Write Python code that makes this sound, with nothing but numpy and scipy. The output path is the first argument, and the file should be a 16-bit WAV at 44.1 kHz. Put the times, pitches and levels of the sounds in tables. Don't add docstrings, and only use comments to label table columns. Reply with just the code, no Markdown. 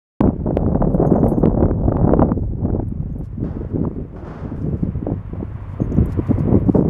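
import sys
import numpy as np
from scipy import signal
from scipy.fft import rfft, irfft, next_fast_len
from scipy.io import wavfile
from scipy.ndimage import uniform_filter1d, minimum_filter1d, map_coordinates

SR = 44100
rng = np.random.default_rng(int(sys.argv[2]) if len(sys.argv) > 2 else 0)


def wav_out(sig):
    wavfile.write(sys.argv[1], SR, np.round(np.clip(np.atleast_2d(sig).T, -1, 1) * 32767).astype(np.int16))


def makeup_ratio(level_db):
    decades = np.asarray(level_db, float) / 20
    return 10 ** decades


N = 303849


def along(points, hz):
    f, v = np.transpose(points)
    return np.interp(np.log(hz + 1), np.log(f + 1), v)


def unit(x):
    return x / np.sqrt(np.mean(x ** 2) + 1e-20)


def curves(rows):
    s, *cols = np.transpose(rows)
    return [np.interp(np.arange(N) / SR, s, c) for c in cols]


def wobble(knots_per_s):
    knots = rng.standard_normal(int(N * knots_per_s / SR) + 4)
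    return map_coordinates(knots, [np.arange(N) * knots_per_s / SR])


def filtered(x, response):
    m = next_fast_len(N + SR // 2)
    return irfft(rfft(x, m) * response(np.fft.rfftfreq(m, 1 / SR)), m)[..., :N]


def coloured(x, spectrum):
    return unit(filtered(x, lambda hz: makeup_ratio(along(spectrum, hz))))


def gusts():
    # start in seconds, length in seconds, change in dB.
    changes = [(0.197, 0.063, 0.5), (0.315, 0.15, -9), (0.521, 0.027, -6.5), (0.809, 0.035, 6),
               (1.326, 0.13, -4), (1.42, 0.033, 5.5), (1.752, 0.031, -5.5), (2.237, 0.094, -3.5),
               (2.615, 0.2, 8.5), (3.202, 0.019, 12.5), (3.241, 0.16, -11.5), (3.673, 0.031, -10),
               (3.729, 0.16, 8.5), (4.758, 0.059, -9.5), (5.075, 0.071, 10.5), (5.326, 0.13, 9),
               (5.792, 0.042, 10.5), (5.97, 0.032, 11), (6.095, 0.067, -10), (6.173, 0.027, 3.5),
               (6.208, 0.069, -17.5), (6.298, 0.025, 11), (6.483, 0.092, 5.5), (6.603, 0.071, -6),
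               (6.717, 0.02, -28), (6.741, 0.066, 4.5)]
    edge_s = 0.022
    t = np.arange(N) / SR
    return sum(db * np.clip(np.minimum(t - s, s + length - t) / edge_s + .5, 0, 1)
               for s, length, db in changes)


def eddies(spectrum, rate_hz, spread_db, lumps_db):
    chance, sign = rng.random((2, 2, N))
    size_db = np.clip(spread_db * rng.standard_normal((2, N)), -30, 1.54 * spread_db)
    hits = np.clip(rate_hz / SR / chance - 1, 0, 1)
    trains = hits * makeup_ratio(size_db) * np.sign(sign - .5) * makeup_ratio(lumps_db)
    quadrature = np.array([[1], [1j]])
    even, odd = filtered(trains, lambda hz: makeup_ratio(along(spectrum, hz)) * quadrature)
    return unit(even + odd)


def wind():
    # time in seconds, strength in dB before gusts,
    # share of small eddies in dB before gusts.
    strength = [(.21, -16.5, -6.5), (.75, -21, -7), (1, -15.5, -8.5), (1.3, -16, -6.5), (1.8, -21.5, -9),
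                (2.1, -20, -3), (2.32, -19, -3.5), (2.36, -23.5, -26), (2.6, -30, -19), (3.1, -37.5, -19.5),
                (3.5, -26, -22.5), (4.05, -31.5, -28), (4.2, -38.5, -11), (4.7, -23, -35),
                (5, -31.5, -19.5), (5.2, -41, -23), (5.75, -41, -9), (5.85, -28, -44), (6.4, -22, -19),
                (6.62, -16, -20.5), (6.75, -16.5, -13.5), (6.89, -13.5, -18)]
    # time in seconds, level in dB before gusts,
    # slowest eddies over it in dB.
    breeze = [(.21, -20, -6), (.75, -24.5, -2), (1.2, -21, -3), (2.3, -21, -1.5), (2.6, -26, -3.5),
              (3.05, -26.5, -4), (3.3, -26.5, -5), (4.3, -35, -3.5), (4.6, -26, -7), (5.7, -32.5, -2.5),
              (6, -20.5, -6.5), (6.4, -18.5, -14.5), (6.89, -20.5, -8.5)]
    # frequency in Hz, relative level in dB per Hz.
    deep_colour = [(12, -39.5), (22, -11.5), (45, 0.5), (70, -4.5), (120, -39), (300, -150)]
    # frequency in Hz, relative level in dB per Hz.
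    large_colour = [(30, -41), (55, -7.5), (95, 3), (150, -5.5), (250, -17.5), (500, -78), (2000, -130)]
    # frequency in Hz, relative level in dB per Hz.
    middle_colour = [(60, -53.5), (150, 2.5), (250, -1.5), (400, -7.5), (600, -19), (1000, -41.5),
                     (2000, -79.5), (4000, -140)]
    # frequency in Hz, relative level in dB per Hz.
    small_colour = [(150, -27.5), (350, -4.5), (550, 0.5), (830, -7.5), (1400, -27), (2500, -53.5),
                    (4000, -75), (7000, -140)]
    large_follows, small_grows = .45, 1.98

    gust_db = gusts()
    strength_db, share_db = curves(strength)
    breeze_db, deep_db = curves(breeze)
    large_db = breeze_db + large_follows * gust_db
    middle_db = strength_db + gust_db
    small_db = strength_db + share_db + small_grows * gust_db

    swell = np.clip(wobble(28), -2.5, 1.2)
    flutter = np.clip(wobble(110), -2.5, 1.2)
    small_flutter = 0.77 * flutter + 0.92 * np.clip(wobble(130), -2.5, 1.2)
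    deep = eddies(deep_colour, rate_hz=180, spread_db=2.5, lumps_db=0.48 * wobble(7))
    large = eddies(large_colour, rate_hz=210, spread_db=4.5, lumps_db=1.7 * swell + 2.1 * wobble(16))
    middle = eddies(middle_colour, rate_hz=419, spread_db=5.0, lumps_db=1.4 * swell + 5.3 * flutter)
    small = eddies(small_colour, rate_hz=526, spread_db=7.5, lumps_db=0.95 * swell + 4.5 * small_flutter)
    broad = makeup_ratio(large_db) * (large + makeup_ratio(deep_db) * deep)
    return broad + makeup_ratio(middle_db) * middle + makeup_ratio(small_db) * small


def road():
    # time in seconds, level in dB before its patches.
    roar_level = [(.2, -56.5), (2, -63.5), (3.1, -58), (4.7, -51), (5.3, -48.5), (6.3, -41), (6.89, -51)]
    # frequency in Hz, relative level in dB per Hz.
    tyre_colour = [(150, -16), (300, -4.5), (560, -1), (820, -5), (1000, -2.5), (1300, -7.5), (1650, -11.5),
                   (2000, -14), (2800, -22), (3700, -31.5), (6000, -48.5), (12000, -61), (16000, -69.5)]
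    # time in seconds, level in dB before its wobble.
    tread_level = [(2.8, -75), (4.5, -68), (5.6, -58), (6.12, -54), (6.2, -46), (6.32, -44), (6.42, -48),
                   (6.55, -47), (6.72, -50), (6.89, -58)]
    # frequency in Hz, relative level in dB per Hz.
    tread_colour = [(700, -39), (930, -11.5), (974, 5), (1020, -6), (1130, -1.5), (1250, -13.5),
                    (1600, -33), (1930, -14.5), (2300, -23), (2800, -48)]
    # time in seconds, mean frequency in Hz, level in dB before its wobble.
    engine = [(4.5, 97.8, -61), (5.2, 95.67, -32), (5.5, 101.3, -35), (5.9, 95.9, -24), (6.2, 91.1, -36),
              (6.5, 97, -75.5)]

    roar_db, = curves(roar_level)
    roar = makeup_ratio(roar_db + 0.56 * wobble(27)) * coloured(rng.standard_normal(N), tyre_colour)
    tread_db, = curves(tread_level)
    tread = makeup_ratio(tread_db + 2.6 * wobble(16)) * coloured(rng.standard_normal(N), tread_colour)
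    engine_hz, engine_db = curves(engine)
    cycles = np.cumsum(engine_hz + 5 * wobble(22)) / SR
    hum = makeup_ratio(engine_db + 2.0 * wobble(5.3)) * np.sin(2 * np.pi * cycles)
    return roar + tread + hum


def sweeps(rows, settle_s):
    rise_share = 0.21
    settle_per_length = 1.9
    t = np.arange(N) / SR
    out = 0
    for s, db, length in rows:
        t60 = settle_s + settle_per_length * length
        fall = makeup_ratio(db - 60 * np.maximum(t - s - length, 0) / t60)
        out = out + fall * np.clip((t - s) / (rise_share * length), 0, 1)
    return out


def rustle():
    # time in seconds, level in dB.
    stir = [(.2, -85), (1.2, -74.5), (1.7, -84.5), (2.8, -84), (3.7, -81), (4.1, -80.5), (5, -81.5),
            (5.6, -77), (6.89, -79)]
    # start in seconds, level in dB, length in seconds.
    brushes = [(1.8, -85, 0.3), (2.37, -85, 0.098), (3.23, -71.5, .025), (4.55, -74.5, 0.12),
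               (4.76, -77, .07), (5.68, -75, .05), (6.08, -66.5, 0.032), (6.118, -57, 0.011),
               (6.266, -60.5, 0.01), (6.29, -69.5, .035), (6.385, -59.5, .015), (6.52, -72.5, .04),
               (6.68, -64.5, 0.1)]
    # frequency in Hz, relative level in dB per Hz.
    grass_colour = [(1500, -32.5), (3000, -1.5), (5000, 1), (7000, -1), (10000, -4), (13000, -7.5),
                    (15500, -18.5), (17000, -64.5)]
    level_db, = curves(stir)
    crackle = rng.standard_normal(N) * makeup_ratio(2.2 * wobble(450) + 1.5 * wobble(37))
    return (makeup_ratio(level_db) + sweeps(brushes, settle_s=0.034)) * coloured(crackle, grass_colour)


def whine():
    # time in seconds, level in dB relative to full_db.
    rises = [(0, -16), (3.5, -9), (4.8, 0), (6.89, 0)]
    whine_hz, full_db = 11793, -92
    rise_db, = curves(rises)
    level_db = full_db + rise_db + 2 * wobble(4)
    return makeup_ratio(level_db) * np.sin(2 * np.pi * whine_hz * np.arange(N) / SR)


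def cracks():
    # time in seconds, peak in dB before the click filters.
    pushes = [(0.2082, -26.5), (0.5709, -27.5), (1.457, -29), (1.629, -41.5), (1.971, -43.5), (2.138, -50),
              (2.195, -45), (2.221, -41)]
    pivot_db, treble_at_pivot_db, treble_grows = -30, -54.5, 4.2
    s, db = np.transpose(pushes)
    at = np.round(s * SR).astype(int)
    body_clicks = np.bincount(at, makeup_ratio(db), N)
    treble_clicks = np.bincount(at, makeup_ratio(treble_at_pivot_db + treble_grows * (db - pivot_db)), N)
    body = filtered(body_clicks, lambda hz: 28 / (1 + (hz / 2900) ** 5))
    treble = filtered(treble_clicks, lambda hz: 7 / (1 + (6000 / (hz + 1)) ** 4))
    return body + treble


def thumps():
    # centre time in seconds, peak in dB, centre frequency in Hz,
    # edge under the peak in dB before its colour.
    strong = [(.21, -1, 226, -17), (.275, -13, 260, -13), (0.289, -0.5, 202, -39),
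              (.364, -16.5, 300, -29.5), (.402, -19, 300, -31.5), (.474, -10, 202, -39.5),
              (.571, 0, 468, -39), (0.664, -6, 202, -26.5), (.748, -15, 400, -14.5),
              (.82, -8.5, 202, -15.5), (.848, -8.5, 318, -19), (1.001, -3, 355, -36),
              (1.048, -13.5, 283, -29.5), (1.141, -5.5, 250, -25), (1.232, -1, 253, -27),
              (1.267, -7, 240, -17.5), (1.404, -14.5, 207, -36), (1.435, -16, 673, -27.5),
              (1.458, 0.5, 283, -29), (1.58, -22.5, 221, -30.5), (1.627, -1.5, 300, -27.5),
              (1.657, -10.5, 300, -18), (1.685, -11.5, 396, -22), (1.712, -5.5, 300, -19),
              (1.923, -7.5, 228, -14.5), (1.969, -13, 300, -8.5), (2.031, -21.5, 266, -11),
              (2.071, -10.5, 196, -24.5), (2.0935, -4.5, 250, -17.5), (2.137, 2, 450, -21),
              (2.195, -5, 328, -15.5), (2.22, -7, 252, -10), (2.287, -14, 300, -21.5),
              (2.319, -5.5, 231, -21), (1.894, -8.5, 250, -26), (2.123, -6, 400, -23.5),
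              (2.655, -14, 250, -21.5), (2.703, -10.5, 250, -28.5), (2.75, -7.5, 342, -44),
              (2.797, -12.5, 221, -26.5), (2.83, -17.5, 260, -25.5), (2.925, -12.5, 199, -45),
              (2.961, -16, 140, -40.5), (3.005, -10, 120, -42), (3.062, -15.5, 130, -40),
              (3.116, -16, 130, -40.5), (3.382, -14.5, 190, -39), (3.431, -7.5, 220, -41.5),
              (3.57, -17, 230, -36.5), (3.61, -15, 302, -30), (3.65, -17.5, 380, -28),
              (3.748, -11, 220, -36.5), (3.76, -8.5, 298, -33), (3.816, -6.5, 218, -39.5),
              (3.841, -15, 336, -22), (3.852, -14, 336, -12), (3.914, -16.5, 300, -30.5),
              (3.986, -12.5, 250, -40), (4.646, -12.5, 213, -43), (4.694, -16, 200, -41),
              (4.736, -14.5, 210, -40), (4.891, -12, 170, -40), (4.957, -11.5, 100, -45),
              (5.029, -12, 220, -43), (5.069, -7.5, 450, -34.5), (5.09, -12.5, 230, -42.5),
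              (5.12, -8.5, 250, -41.5), (5.43, -10.5, 262, -35), (5.804, -10, 417, -28.5),
              (5.82, -5.5, 200, -43.5), (5.987, -9, 205, -29.5), (6.02, -12, 220, -35),
              (6.192, -6, 260, -31.5), (6.312, -6, 230, -32.5), (6.555, 2.5, 250, -38),
              (6.688, -7, 220, -37.5), (6.751, -4.5, 342, -21.5), (6.772, -7.5, 260, -40),
              (6.786, -2, 293, -49), (6.797, -9, 240, -44), (6.81, -4.5, 266, -35.5),
              (6.827, -4.5, 231, -35.5)]
    # frequency in Hz, gain in dB before a common scale.
    edge_colour = [(200, -28.5), (500, 5), (900, 16), (1300, 10), (2000, -8), (3200, -30), (5000, -65),
                   (8000, -100)]
    lean_cycles = .3
    ragged_t60_s, ragged_db = .01, -16
    out, edges = np.zeros(N + 4096), np.zeros(N + 2048)
    t = np.arange(-2048, 2048) / SR
    for s, db, hz, edge_db in strong:
        lean, sign = rng.random(2) - .5
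        at = round(s * SR)
        cycle = np.cos(2 * np.pi * (hz * t + lean_cycles * lean)) * np.sign(sign)
        out[at:][:4096] += makeup_ratio(db) * np.exp(-(t * hz / 0.5) ** 2) * cycle
        edges[at] += makeup_ratio(db + edge_db)
        tail = makeup_ratio(db + edge_db + ragged_db - 60 * t[2048:] / ragged_t60_s)
        edges[at:][:2048] += tail * rng.standard_normal(2048)
    edge = filtered(edges[:N], lambda hz: makeup_ratio(along(edge_colour, hz)) * SR / 4200)
    return out[2048:][:N] + edge


def tags():
    # frequency in Hz, mean level in dB before random losses,
    # free t60 in seconds, family 0-3.
    modes = [(3680, -12, .05, 2), (4597, -18.5, .3, 1), (6490, -4, .25, 0), (8269, -12, .1, 2),
             (9090, -12, .25, 3), (10055, -3.5, .25, 1), (11515, 0, .08, 2), (13440, -4, .3, 3),
             (14690, -16, .08, 2)]
    # time in seconds, level in dB, mode struck squarely in Hz,
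    # other families in dB, free ringing in seconds.
    strikes = [(0.882, -61, 10055, -14, 0.053), (0.939, -56, 11515, -3, 0.01),
               (1.066, -51.5, 6490, -6, 0.019), (1.155, -50, 6490, -17, 0.013),
               (1.196, -55.5, 6490, -28, .009), (1.2438, -54.5, 11515, -6, .023),
               (1.2607, -58.5, 10055, -5, .016), (1.283, -40.5, 11515, -18.5, 0.021),
               (1.29, -49.5, 10055, -4, 0.038), (1.322, -64, 6490, -9.5, .043),
               (1.385, -54, 13440, -7.5, 0.032), (2.691, -68.5, 6490, -8, .02),
               (3.1246, -64.5, 6490, -8, 0.0073), (3.1912, -64.5, 11515, -3.5, .012),
               (5.8082, -50.5, 6490, -22, 0.045), (5.8384, -62.5, 10055, -5, 0.018),
               (5.9435, -61.5, 11515, -4, 0.0054), (6.597, -62.5, 10055, -4, 0.007)]
    damped_t60_s = .025
    out, t = np.zeros(N + SR), np.arange(SR // 5) / SR
    hz, mode_db, t60, family = np.transpose(modes)[:, :, None]
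    for s, db, struck_hz, glance_db, free_s in strikes:
        others = family != family[np.argmin(abs(hz - struck_hz))]
        uneven_db = rng.normal(0, 3.3, hz.shape) - 3 * rng.exponential(1, hz.shape)
        level_db = db + glance_db * others + mode_db + uneven_db
        ring = np.sum(makeup_ratio(level_db - 60 * t / t60) * np.sin(2 * np.pi * hz * t), axis=0)
        out[round(s * SR):][:len(t)] += ring * makeup_ratio(-60 * np.maximum(t - free_s, 0) / damped_t60_s)
    return out[:N]


def ticks():
    # time in seconds, starting level in dB, centre frequency in Hz.
    taps = [(0.9399, -60.5, 11520), (1.067, -56, 10000), (1.12, -53.5, 8230), (1.2838, -47, 11630),
            (1.381, -57, 8030), (2.8853, -58, 10260), (3.1861, -58, 11700), (4.617, -56.5, 5200),
            (5.948, -61.5, 6400), (6.058, -52.5, 8000), (5.922, -52, 6450), (5.965, -58.5, 6020),
            (6.0573, -46.5, 11170), (6.664, -61, 6240)]
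    t60_s, log_width = 0.033, .24
    out, t = np.zeros(N + SR), np.arange(2048) / SR
    bins_hz = np.fft.rfftfreq(len(t), 1 / SR) + 1
    for s, db, hz in taps:
        band = np.exp(-(np.log(bins_hz / hz) / log_width) ** 2)
        burst = unit(irfft(rfft(rng.standard_normal(len(t))) * band))
        out[round(s * SR):][:len(t)] += makeup_ratio(db - 60 * t / t60_s) * burst
    return out[:N]


def steps():
    # start in seconds, soft swish in dB, length in seconds,
    # dry blades over the soft swish in dB before blades_db.
    feet = [(3.432, -41, 0.05, -1.5), (3.525, -54.5, 0.17, -6), (4.154, -43.5, 0.042, -1.5),
            (4.234, -39.5, 0.17, -1), (4.765, -61, 0.1, 3), (6.295, -64.5, 0.045, 1.5)]
    # frequency in Hz, relative level in dB per Hz.
    swish_colour = [(150, -20.5), (350, 3), (1000, -4), (1500, -9), (2200, -22), (3200, -29.5),
                    (5000, -52.5), (8000, -79.5)]
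    # frequency in Hz, relative level in dB per Hz.
    blade_colour = [(1500, -29), (3000, -3.5), (5000, -2.5), (7000, -10.5), (10000, -20.5), (13000, -32),
                    (16000, -37.5)]
    blades_db = -25
    settle_s = 0.88
    soft_rows = [row[:3] for row in feet]
    dry_rows = [(s, db + dry_db + blades_db, length) for s, db, length, dry_db in feet]
    soft = sweeps(soft_rows, settle_s)
    dry_blades = sweeps(dry_rows, settle_s / 2)
    grain = rng.standard_normal((2, N)) * makeup_ratio(0.6 * wobble(170))
    return soft * coloured(grain[0], swish_colour) + dry_blades * coloured(grain[1], blade_colour)


def scene():
    air = wind() + road() + rustle() + whine()
    events = cracks() + thumps() + tags() + ticks() + steps()
    return (air + events)[None]


def roll_off(x):
    return signal.sosfilt(signal.butter(12, 15800, fs=SR, output="sos"), x)


def record(dry):
    notches_hz = [3945, 7890]
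    start_s, fade_s = .205, 0.00074

    def notches(hz):
        return np.prod([1 - 0.9 * np.exp(-((hz - c) / 70) ** 2) for c in notches_hz], axis=0)

    x = filtered(dry, notches) * np.clip((np.arange(N) / SR - start_s) / fade_s, 0, 1)
    gain = minimum_filter1d(1 / np.maximum(np.abs(x), 1), size=441)
    gain = uniform_filter1d(uniform_filter1d(gain, size=220), size=220)
    return roll_off(x * gain)


dry = scene()
out = record(dry)
wav_out(out)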